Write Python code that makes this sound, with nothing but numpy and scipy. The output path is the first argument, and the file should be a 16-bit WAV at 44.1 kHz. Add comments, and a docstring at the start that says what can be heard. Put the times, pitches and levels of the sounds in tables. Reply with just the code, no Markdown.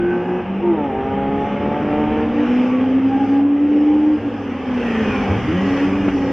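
"""Race cars leave a bend and come down a walled straight, each sounding its firing rate and overtones.
From the start, over road rumble and intake rasp, a six-cylinder lifts far off and a winged car booms.
A hatchback blips and rattles out of the bend while the winged car climbs through its revs. Midway a tyre
chirps by stick-slip and a car coasts in the pit lane. The winged car brakes with whining gears; last,
the hatchback pulls in its next gear, the pit car revs, and unburnt fuel bangs in an exhaust."""
import sys
import numpy as np
from scipy import signal
from scipy.fft import rfft, irfft, next_fast_len
from scipy.io import wavfile
from scipy.ndimage import uniform_filter1d, map_coordinates

SR = 44100
rng = np.random.default_rng(int(sys.argv[2]) if len(sys.argv) > 2 else 0)


def digitize_waveform(pressure):
    """Quantize a signal to 16-bit integers and store it at the path in sys.argv[1].

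    Rows of a 2-D input are taken as channels; values are limited to [-1, 1].
    """
    field = np.atleast_2d(pressure).T
    bounded = np.clip(field, -1, 1)
    quanta = np.round(bounded * 32767).astype(np.int16)
    wavfile.write(sys.argv[1], SR, quanta)


N = 278712

# noise spectra: (frequency [Hz], relative spectral density [dB])
RUMBLE_SPECTRUM = [(20, -16.5), (40, -6.5), (65, -2), (100, 3.5), (140, -4.5), (200, -9.5), (400, -68)]
DRONE_SPECTRUM = [(100, -41), (160, -16.5), (200, 5.5), (280, 5), (340, -2), (450, 1.5), (560, -2.5),
                  (650, -9.5), (800, -2), (980, -13), (1200, -9), (1500, -28.5), (2500, -66)]
RASP_SPECTRUM = [(500, -39), (900, -2), (1150, -3), (1400, -0.5), (1800, -0.5), (2100, -1.5), (2500, -1.5),
                 (3000, -4), (3300, -10), (3700, -19.5), (4200, -30.5), (6000, -56)]
HISS_SPECTRUM = [(3000, -37.5), (4200, -7), (5100, 1), (6100, -2), (6900, -12.5), (8200, -19.5),
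                 (10500, -26), (12000, -38.5), (15500, -46.5)]
TICK_SPECTRUM = [(5000, -17.5), (7500, -1), (9500, 0.5), (11500, -9), (15000, -14)]
BACKFIRE_SPECTRUM = [(30, -20), (90, -2), (300, 0), (600, -2), (1000, -7), (2800, -19), (4000, -40),
                     (7000, -66), (10000, -100)]
GAS_SPECTRUM = [(120, -20), (180, 6.5), (300, -2), (450, -1.5), (620, -10.5), (760, -9.5), (900, -5),
                (1000, -16), (1300, -13.5), (2000, -27.5), (4000, -72.5)]
# envelopes of the background noises: (time [s], relative level [dB])
RUMBLE_LEVELS = [(0, -46), (.8, -46), (1.2, -42), (2.2, -39.5), (2.5, -43), (3.15, -46), (3.5, -56),
                 (4.15, -48), (4.55, -52), (5.1, -38.5), (6.32, -39)]
DRONE_LEVELS = [(0, -30), (.6, -30.5), (1.3, -30.5), (2, -29), (2.6, -26.5), (3, -29.5), (3.7, -31),
                (4.35, -31), (5.3, -23.5), (5.6, -26), (6.32, -28)]
RASP_LEVELS = [(0.05, -42.5), (0.35, -43.5), (2.24, -36.5), (2.26, -40), (2.44, -35), (3.13, -41),
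               (3.41, -39), (3.43, -46), (3.78, -41.5), (4.54, -41.5), (4.96, -32.5), (5.19, -32.5),
               (5.45, -35), (5.81, -31.5), (5.9, -36), (6.3, -37.5)]
# brief swells of the hiss: (time [s], half width [s], rise [dB])
HISS_SWELLS = [(.25, 0.2, 8), (1.42, 0.087, 4.5), (2.62, 0.092, 3.5), (3.25, 0.14, 3), (4.05, .09, 2.5)]
# likeness of the noise at left and right: (frequency [Hz], correlation [1])
STEREO_COHERENCE = [(30, .88), (70, .965), (130, .978), (300, .991), (600, .988), (1200, .97), (3000, .95),
                    (4200, .65), (6000, .2), (12000, .05)]
# reverberation off walls and stands: (frequency [Hz], time to fall 60 dB [s])
REVERB_TIMES = [(150, 1), (1000, 1), (5000, 0.037)]
# short transients: (time [s], level [dB])
TICKS = [(.555, -76), (.588, -73.5), (.655, -76), (.737, -79), (.922, -73), (.96, -76), (1.17, -77),
         (1.21, -77)]
BACKFIRES = [(.637, -30), (6.047, -22), (6.0815, -19.5), (6.085, -19.5)]
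# gliding tones: (peak time [s], half width [s], frequency [Hz], glide [Hz/s], level [dB])
LONE_ENGINE_NOTES = [(.68, .05, 915, -400, -31), (1.03, .18, 930, 75, -39), (1.08, .3, 451, 75, -32)]
TYRE_CHIRPS = [(2.74, 0.11, 1140, -350, -36), (3.144, 0.042, 799, 0, -23), (3.222, .03, 820, -900, -22),
               (3.362, 0.038, 816, -350, -24), (3.92, 0.036, 805, 0, -34), (4.035, 0.035, 858, -600, -33)]
WINGED_HIGH_OVERTONES = [(4.88, .045, 1890, -1400, -37), (5, .07, 1735, -700, -38),
                         (4.97, .08, 1900, -700, -41), (5.13, .06, 1445, -550, -37)]
# tooth-meshing tone: (time [s], frequency [Hz], level [dB])
GEAR_MESH = [(4.84, 2720, -48), (4.89, 2660, -41), (4.98, 2590, -43), (5.07, 2495, -40),
             (5.18, 2415, -38.5), (5.26, 2320, -44), (5.35, 2255, -41), (5.42, 2170, -50),
             (5.58, 2030, -44)]
# gear pairs that whine together: (ratio to the mesh frequency [1], relative level [dB])
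GEAR_PAIRS = [(1, 0), (.958, -3)]
# engine speeds: (time [s], firing rate [Hz])
SIX_REVS = [(0, 348), (.38, 365), (.5, 346)]
PIT_REVS = [(2.8, 102), (3.15, 112), (4.1, 66), (4.25, 117), (4.98, 52), (5.24, 66), (5.33, 97),
            (5.42, 121), (5.48, 150), (5.54, 175), (5.63, 196), (5.8, 174), (5.97, 202), (6.32, 180)]
HATCH_BEND_REVS = [(.6, 336), (.64, 349), (.69, 349), (.75, 321), (.79, 299), (.86, 280), (.93, 259),
                   (1.05, 267.6), (1.6, 286), (2.22, 306), (2.32, 296), (3, 279)]
HATCH_STRAIGHT_REVS = [(4, 226), (4.3, 233), (4.6, 248), (5, 255), (6.07, 290), (6.17, 275), (6.32, 273)]
WINGED_REVS = [(0, 186), (.2, 175), (.5, 190), (1, 223), (1.15, 199), (1.45, 210), (1.65, 198), (2.5, 245),
               (3.7, 293), (4.12, 304), (4.27, 286), (4.5, 277), (5.1, 208), (5.4, 190)]
# spells when an engine sounds louder, pulling or booming on the overrun, ahead of dips and resonance:
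# (start [s], end [s], firing tone level [dB], its swell [dB/s], overtone level [dB])
SIX_SURGES = [(-.03, .1, -17.5, 1.5, -32), (.09, 0.402, -21, -6.5, -28)]
PIT_SURGES = [(5.28, 5.37, -20.5, -4, -26.5), (5.46, 5.56, -30, 0, -24), (5.52, 5.67, -18, -4, -33),
              (5.86, 6.01, -22, 7, -37)]
HATCH_BEND_SURGES = [(.62, .73, -17, 0, -40), (.635, .75, -30, 0, -29.5), (.76, .86, -24.5, 25, -26),
                     (.88, 1.2, -25.5, -3, -26), (1.15, 1.85, -24.5, 0, -25.3),
                     (1.85, 2.05, -21.3, 0, -25.3), (2.05, 2.23, -21.5, 0, -25.8),
                     (2.25, 2.45, -21.5, 16, -33)]
HATCH_STRAIGHT_SURGES = [(4.95, 5.31, -27.5, 13, -33), (5.5, 5.66, -25, 0, -33), (5.65, 5.88, -19, 8, -33),
                         (5.88, 6.08, -17.5, 0, -39), (6.08, 6.32, -20.5, -1, -39)]
WINGED_SURGES = [(.05, .38, -27.5, 3, -41), (.47, .76, -22.5, -8, -42.5), (1.12, 1.56, -23.5, -8, -36),
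                 (1.9, 2.5, -27, 13, -39), (2.47, 4.15, -15.4, 1.5, -31.5), (4.23, 4.28, -19.5, 2, -36),
                 (4.65, 5.02, -24.5, 13, -36.5), (5.02, 5.3, -23, -6, -38)]
# intake and exhaust overtones: (multiple of the four-stroke cycle rate [1], relative level [dB])
AIRBOX_HARMONICS = [(25, -13), (26, 0), (27, -5), (28, -11)]
SIX_HARMONICS = [(3, -15), (4, -10), (5, -21), (7, -20), (8, -24), (9, -17), (10, -24), (12, -15),
                 (13, -18), (14, -13), (15, -19), (16, -18), (18, -25), (20, -26), (22, -25), (25, -26),
                 (26, -23), (27, -25), (28, -24), (30, -28), (33, -30), (36, -30), (38, -29), (42, -27),
                 (45, -29), (48, -31)]
WINGED_HARMONICS = [(3, -17), (5, -20), (6, -27), (7, -23), (9, -32), (10, -33), (11, -29), (12, -30)]
# exhaust overtones: (multiple of the crankshaft rate [1], relative level [dB])
PIT_HARMONICS = [(1, -5), (3, -6), (4, 3), (5, -10), (6, -8), (7, -17), (8, -18), (10, -21)]
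HATCH_BEND_HARMONICS = [(1, -13), (3, -3), (4, -5), (5, -6), (6, -5), (7, -15), (8, -20), (9, -18),
                        (10, -25), (11, -22), (12, -27), (13, -25), (15, -25), (16, -25)]
HATCH_STRAIGHT_HARMONICS = [(3, -7), (4, 0), (5, -13), (6, -9), (7, -15), (8, -8), (12, -12), (14, -11)]
# brief dips in an engine's sound: (time [s], half width [s], depth [dB])
PIT_DIPS = [(3.72, 0.33, 5.5), (4.13, 0.059, 4)]
HATCH_DIPS = [(.93, .05, 11), (1.58, .15, 9), (5.79, .015, 9), (5.9, .015, 4), (5.97, .018, 7),
              (6.03, .015, 9), (6.115, .02, 5)]
WINGED_DIPS = [(2.7, .015, 6), (2.875, .02, 4), (3.115, .02, 7), (3.195, .015, 9), (3.27, .025, 8),
               (3.58, .025, 3.5), (3.68, .018, 4), (4.21, .02, 9)]
# exhaust resonances: (frequency [Hz], relative gain [dB])
PIT_SILENCER = [(38, -12), (58, 1), (110, 2), (150, -2), (200, -2), (250, 2), (320, 4), (365, -1), (420, 0),
                (600, 1)]
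RATTLE_PIPE = [(80, -22), (170, -1), (300, 0), (480, -1), (650, -11), (1000, -17), (1400, -20), (2200, -32),
               (4000, -70)]
HATCH_SIDE_PIPE = [(300, 0), (400, 2.5), (425, 0), (440, -2), (456, 7), (475, 1), (520, -5), (560, 0),
                   (600, 3), (650, -3), (700, 0), (750, 3), (815, 4), (855, 4), (880, 1), (910, 1),
                   (940, 2), (990, -9), (1045, -8), (1075, 0), (1240, 3), (1400, -3), (1800, 1)]
HATCH_FRONT_PIPE = [(500, 0), (535, 0), (565, -5), (850, -2), (1040, 0), (1100, 4), (1200, 0), (1600, 3),
                    (1800, 0), (1880, 2), (1930, 8), (1980, 3), (2030, 0)]
# pipe resonance that the octave slides through: (frequency [Hz], level re the firing tone [dB])
WINGED_PIPE = [(350, -15), (425, -9), (450, -7), (468, -13), (483, -7), (497, -16), (510, -11), (520, -24),
               (600, -36)]

TIME = np.arange(N) / SR


def amp(db):
    """Amplitude ratio of a level in decibels."""
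    return 10 ** (np.asarray(db) / 20)


def unit(x):
    """Normalisation to an rms of 1."""
    return x / np.sqrt(np.mean(x ** 2) + 1e-20)


def along(points, hz):
    """Interpolation of (frequency [Hz], value) points on a logarithmic frequency axis."""
    freqs, values = np.transpose(points)
    return np.interp(np.log(hz + 1), np.log(freqs + 1), values)


def curves(rows):
    """Linear interpolation in time: one curve for each column after the first."""
    times, *columns = np.transpose(rows)
    return [np.interp(TIME, times, column) for column in columns]


def during(rows, fade_s=0.12):
    """Trapezoidal window: 1 over a table's time span, fading to 0 outside."""
    return np.clip(1 + np.minimum(TIME - rows[0][0], rows[-1][0] - TIME) / fade_s, 0, 1)


def bump(peak_s, width_s):
    """Gaussian window of height 1."""
    return np.exp(-((TIME - peak_s) / width_s) ** 2)


def dips(rows):
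    """Brief attenuation: a gain of 1 with bell-shaped dips."""
    return amp(-sum(depth_db * bump(s, width) for s, width, depth_db in rows))


def wobble(rate):
    """Slow random modulation: a spline through rate random knots a second."""
    knots = rng.standard_normal(4096)
    coarse = np.arange(0, N + 32, 32)
    return np.interp(np.arange(N), coarse, map_coordinates(knots, [coarse * rate / SR], mode="mirror"))


def angle(hz):
    """Phase as the time integral of frequency."""
    return 2 * np.pi * np.cumsum(hz) / SR


def filtered(x, response):
    """Zero-phase filtering: the spectrum of x times a frequency response."""
    size = next_fast_len(N + SR // 2)
    return irfft(rfft(x, size) * response(np.fft.rfftfreq(size, 1 / SR)), size)[..., :N]


def ring(x, resonance):
    """Minimum-phase resonance: it rings only after each excitation."""
    size = 4096
    cepstrum = irfft(np.log(amp(along(resonance, np.fft.rfftfreq(size, 1 / SR)))))
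    causal_fold = 1 + np.sign(size / 2 - np.arange(size)) - (np.arange(size) == 0)
    impulse_response = irfft(np.exp(rfft(cepstrum * causal_fold)))
    return signal.fftconvolve(x, impulse_response)[:N]


def rush(spectrum, patchy_db):
    """Partly coherent stereo noise of rms 1, its gain patchy in time and frequency."""
    white = signal.stft(rng.standard_normal((2, N)), nperseg=1024)[2]
    patches = uniform_filter1d(rng.standard_normal(white.shape[1:]), size=4, axis=0)
    patches = uniform_filter1d(patches, size=10, axis=1)
    pair = signal.istft(white * amp(patchy_db * unit(patches)), nperseg=1024)[1][:, :N]
    spread = lambda hz: np.arccos(np.clip(along(STEREO_COHERENCE, hz), -1, 1)) / 2
    shares = lambda hz: np.array([np.cos(spread(hz)), np.sin(spread(hz))])
    mid, side = filtered(pair, lambda hz: amp(along(spectrum, hz)) * shares(hz))
    return unit(np.array([mid + side, mid - side]))


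def narrow_tone(hz, db, waver, flutter_db):
    """Line broadening: random frequency and amplitude modulation blur a tone."""
    carrier = np.sin(angle(hz * (1 + waver * wobble(130))))
    return amp(db) * unit(carrier * amp(flutter_db * wobble(40)))


def glides(rows, waver, flutter_db):
    """Linear frequency sweeps, each swelling and fading."""
    return sum(bump(s, width) * narrow_tone(hz + glide * (TIME - s), db, waver, flutter_db)
               for s, width, hz, glide, db in rows)


def road_rumble():
    """Low-frequency noise from the road."""
    return amp(curves(RUMBLE_LEVELS)[0] + 7) * rush(RUMBLE_SPECTRUM, patchy_db=2)


def far_drone():
    """Incoherent summation: distant cars merge into a band of noise."""
    return amp(curves(DRONE_LEVELS)[0] + 2) * rush(DRONE_SPECTRUM, patchy_db=2)


def intake_rasp():
    """Amplitude modulation: the intake noise of all cars pulses with the winged car's firings."""
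    level_db = uniform_filter1d(curves(RASP_LEVELS)[0], size=SR // 12)
    swells_db = sum(db * bump(s, width) for s, width, db in HISS_SWELLS)
    approach_db = 2 * TIME  # air absorbs less treble as the cars close in
    firing = angle(curves(WINGED_REVS)[0])
    gulps = 1 + 0.088 * np.cos(firing) + 0.026 * np.cos(firing / 4) + 0.029 * wobble(110)
    rasp = amp(level_db + 2) * rush(RASP_SPECTRUM, patchy_db=1.5)
    hiss = amp(level_db - 27.5 + approach_db + swells_db) * rush(HISS_SPECTRUM, patchy_db=3)
    return gulps * (rasp + hiss)


def ticks():
    """Windowed treble noise: faint, soft ticks within the hiss."""
    envelope = sum(amp(db) * bump(s, width_s=0.011) for s, db in TICKS)
    return envelope * unit(filtered(rng.standard_normal(N), lambda hz: amp(along(TICK_SPECTRUM, hz))))


def wall_echo(x):
    """Reverberation: reflections off walls and stands decay exponentially, the treble fastest."""
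    hz, t, noise = signal.stft(rng.standard_normal(SR // 2), SR, nperseg=256)
    decay = amp(-60 * t / along(REVERB_TIMES, hz)[:, None])
    tail = signal.istft(noise * decay, SR, nperseg=256)[1]
    delayed = np.pad(tail, (900, 0))  # about 20 ms
    return signal.fftconvolve(x, delayed / np.linalg.norm(tail))[:N]


def lone_partials():
    """Isolated partials: single overtones glide alone, one falling with the hatchback's blip, two rising from
    cars further back in the bend."""
    return glides(LONE_ENGINE_NOTES, waver=0.0065, flutter_db=2)


def gear_whine():
    """Tooth meshing: straight-cut gear pairs fall in pitch as the car slows."""
    hz, db = curves(GEAR_MESH)
    mesh = sum(narrow_tone(ratio * hz, db + pair_db, waver=0.003, flutter_db=3)
               for ratio, pair_db in GEAR_PAIRS)
    return during(GEAR_MESH) * mesh


def winged_engine_whine():
    """High harmonics: brief falling whines from the slowing winged car's engine."""
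    return glides(WINGED_HIGH_OVERTONES, waver=0.003, flutter_db=2)


def tyre_squeal(octave_db=-20.5):
    """Stick-slip oscillation: rubber on tarmac gives thin chirps with a weak octave."""
    octaves = [(s, width, 2 * hz, 2 * glide, db + octave_db) for s, width, hz, glide, db in TYRE_CHIRPS]
    return glides(TYRE_CHIRPS + octaves, waver=0.012, flutter_db=1.5)


def backfires(pulse_s=0.0008, pulse_db=11, t60_s=0.07):
    """Blast waves: unburnt fuel bangs in the pipe, a pressure pulse and a decaying burst of noise."""
    blast = lambda age: (1 - age) * np.exp(-age)
    pulses = sum(amp(db + pulse_db) * blast(np.abs(TIME - s) / pulse_s) * (TIME >= s)
                 for s, db in BACKFIRES)
    envelope = sum(amp(db - 60 * np.abs(TIME - s) / t60_s) * (TIME >= s) for s, db in BACKFIRES)
    colour = lambda hz: amp(along(BACKFIRE_SPECTRUM, hz))
    bursts = filtered(envelope * rng.standard_normal(N), lambda hz: unit(colour(hz)))
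    return bursts - filtered(pulses, colour)


def envelopes(surges, coast_tone_db, coast_bark_db, attack_s=0.023, decay_s=0.029):
    """Gains of firing tone and overtones (bark): linear attack, exponential decay to coasting."""
    tone, bark = amp(coast_tone_db), amp(coast_bark_db)
    for start, end, tone_db, swell, bark_db in surges:
        gate = np.clip((TIME - start) / attack_s, 0, 1) * np.exp(-np.maximum(TIME - end, 0) / decay_s)
        held_s = np.clip(TIME, start, end) - start
        tone = np.maximum(tone, gate * amp(tone_db + swell * held_s))
        bark = np.maximum(bark, gate * amp(bark_db))
    return tone, bark


def overtones(phase, harmonics, rough, smear=1):
    """Fourier series of separately fading partials; with little phase smear they form sharp pulses."""
    partials = 0
    for order, db in harmonics:
        gain = amp(db) * amp(1.7 * wobble(9))
        partials += gain * np.sin(order * phase + smear * rng.uniform(0, 2 * np.pi) + rough * wobble(45))
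    return unit(partials * (1 + rough * wobble(160)))


def exhaust(revs, tone, bark, harmonics, firings, rough, jitter, fade_db, smear=1):
    """Periodic pulsation: a firing tone plus the harmonics of a pattern several firings long."""
    phase = angle(curves(revs)[0] * (1 + jitter * wobble(30))) / firings
    strength = 1 + rough * wobble(70) / 2  # no two firings are equally strong
    fading = amp(fade_db * wobble(18))  # the tone fades in and out on its way
    firing_tone = unit(np.sin(firings * phase) * strength * fading)
    return during(revs) * (tone * firing_tone + bark * overtones(phase, harmonics, rough, smear))


def six_cylinder(honk_db=-2):
    """Directivity: the airbox honks while it faces the listener; the engine runs flat out, then lifts."""
    tone, bark = envelopes(SIX_SURGES, coast_tone_db=-43.5, coast_bark_db=-34.5)
    cycle = angle(curves(SIX_REVS)[0]) / 6
    facing = amp(honk_db) * bump(peak_s=0.06, width_s=0.11)
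    honk = during(SIX_REVS) * bark * facing * overtones(cycle, AIRBOX_HARMONICS, rough=0.089)
    return honk + exhaust(SIX_REVS, tone, bark, SIX_HARMONICS,
                          firings=6, rough=0.15, jitter=0.0023, fade_db=0.1)


def pit_car(db_per_octave=9.5):
    """Source and filter: a lumpy engine nearby runs down twice and revs up through its silencer."""
    speed_db = db_per_octave * np.log2(curves(PIT_REVS)[0] / 100)  # faster coasting is louder
    tone, bark = envelopes(PIT_SURGES, coast_tone_db=speed_db - 38, coast_bark_db=speed_db - 38.5)
    source = exhaust(PIT_REVS, tone, bark, PIT_HARMONICS,
                     firings=2, rough=0.25, jitter=0.0022, fade_db=1.2)
    return dips(PIT_DIPS) * ring(source, PIT_SILENCER)


def pipe_rattle(crank, scatter_db=2.5):
    """Impulse excitation: one uneven blow a crankshaft turn rings the pipe, swelling and fading near 2 s."""
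    turns = np.flatnonzero(np.diff(crank // (2 * np.pi)))
    size, scatter = rng.standard_normal((len(turns), 2)).T
    blows = np.bincount(turns, size * amp(scatter_db * scatter), minlength=N)
    return unit(ring(np.tanh(blows / 2), RATTLE_PIPE)) * bump(peak_s=1.97, width_s=0.45)


def hatchback_in_bend(gas_db=-9, rattle_db=-0.5):
    """Pipe resonance heard side-on: the exhaust blips and pulls, with pulsed gas noise and a rattle."""
    tone, bark = envelopes(HATCH_BEND_SURGES, coast_tone_db=-33.5, coast_bark_db=-41)
    source = exhaust(HATCH_BEND_REVS, tone * dips(HATCH_DIPS), bark, HATCH_BEND_HARMONICS,
                     firings=2, rough=0.2, jitter=0.0025, fade_db=0.8, smear=0.35)
    crank = angle(curves(HATCH_BEND_REVS)[0]) / 2
    puffs = (1 + np.cos(crank)) ** 2 * rng.standard_normal(N)
    growl = amp(gas_db) * unit(ring(puffs, GAS_SPECTRUM)) + amp(rattle_db) * pipe_rattle(crank)
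    return during(HATCH_BEND_REVS) * bark * growl + ring(source, HATCH_SIDE_PIPE)


def hatchback_on_straight():
    """Pipe resonance heard head-on: in the next gear the overtones slide through fixed peaks."""
    tone, bark = envelopes(HATCH_STRAIGHT_SURGES, coast_tone_db=-30.5, coast_bark_db=-41)
    source = exhaust(HATCH_STRAIGHT_REVS, tone * dips(HATCH_DIPS), bark, HATCH_STRAIGHT_HARMONICS,
                     firings=2, rough=0.4, jitter=0.002, fade_db=1.2)
    return ring(source, HATCH_FRONT_PIPE)


def winged_car():
    """Resonance swells the octave of a nearly pure firing tone; four unequal cylinders add faint lines."""
    hz = curves(WINGED_REVS)[0]
    tone, bark = envelopes(WINGED_SURGES, coast_tone_db=-31.5 + 0.46 * TIME, coast_bark_db=-41.5)
    tone = tone * dips(WINGED_DIPS)
    pipe_gain = amp(along(WINGED_PIPE, 2 * hz))
    octave = tone * pipe_gain * unit(np.sin(2 * angle(hz) + 0.21 * wobble(35)))
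    boom = exhaust(WINGED_REVS, tone, bark, WINGED_HARMONICS,
                   firings=4, rough=0.22, jitter=0.0022, fade_db=0.4)
    return during(WINGED_REVS) * octave + boom


def scene():
    """Superposition: the cars lie straight ahead, the leader's exhaust with less echo than the rest."""
    leader = winged_car()
    others = six_cylinder() + hatchback_in_bend() + hatchback_on_straight() + pit_car()
    others += tyre_squeal() + gear_whine() + winged_engine_whine() + lone_partials()
    walls = wall_echo(amp(-32) * leader + amp(-22) * others)
    return leader + others + walls + backfires() + ticks() + road_rumble() + far_drone() + intake_rasp()


def record(dry, cutoff_hz=15700):
    """Band limiting: an ideal low-pass filter passes nothing above its cutoff."""
    return filtered(dry, lambda hz: hz < cutoff_hz)


dry = scene()
out = record(dry)
digitize_waveform(out)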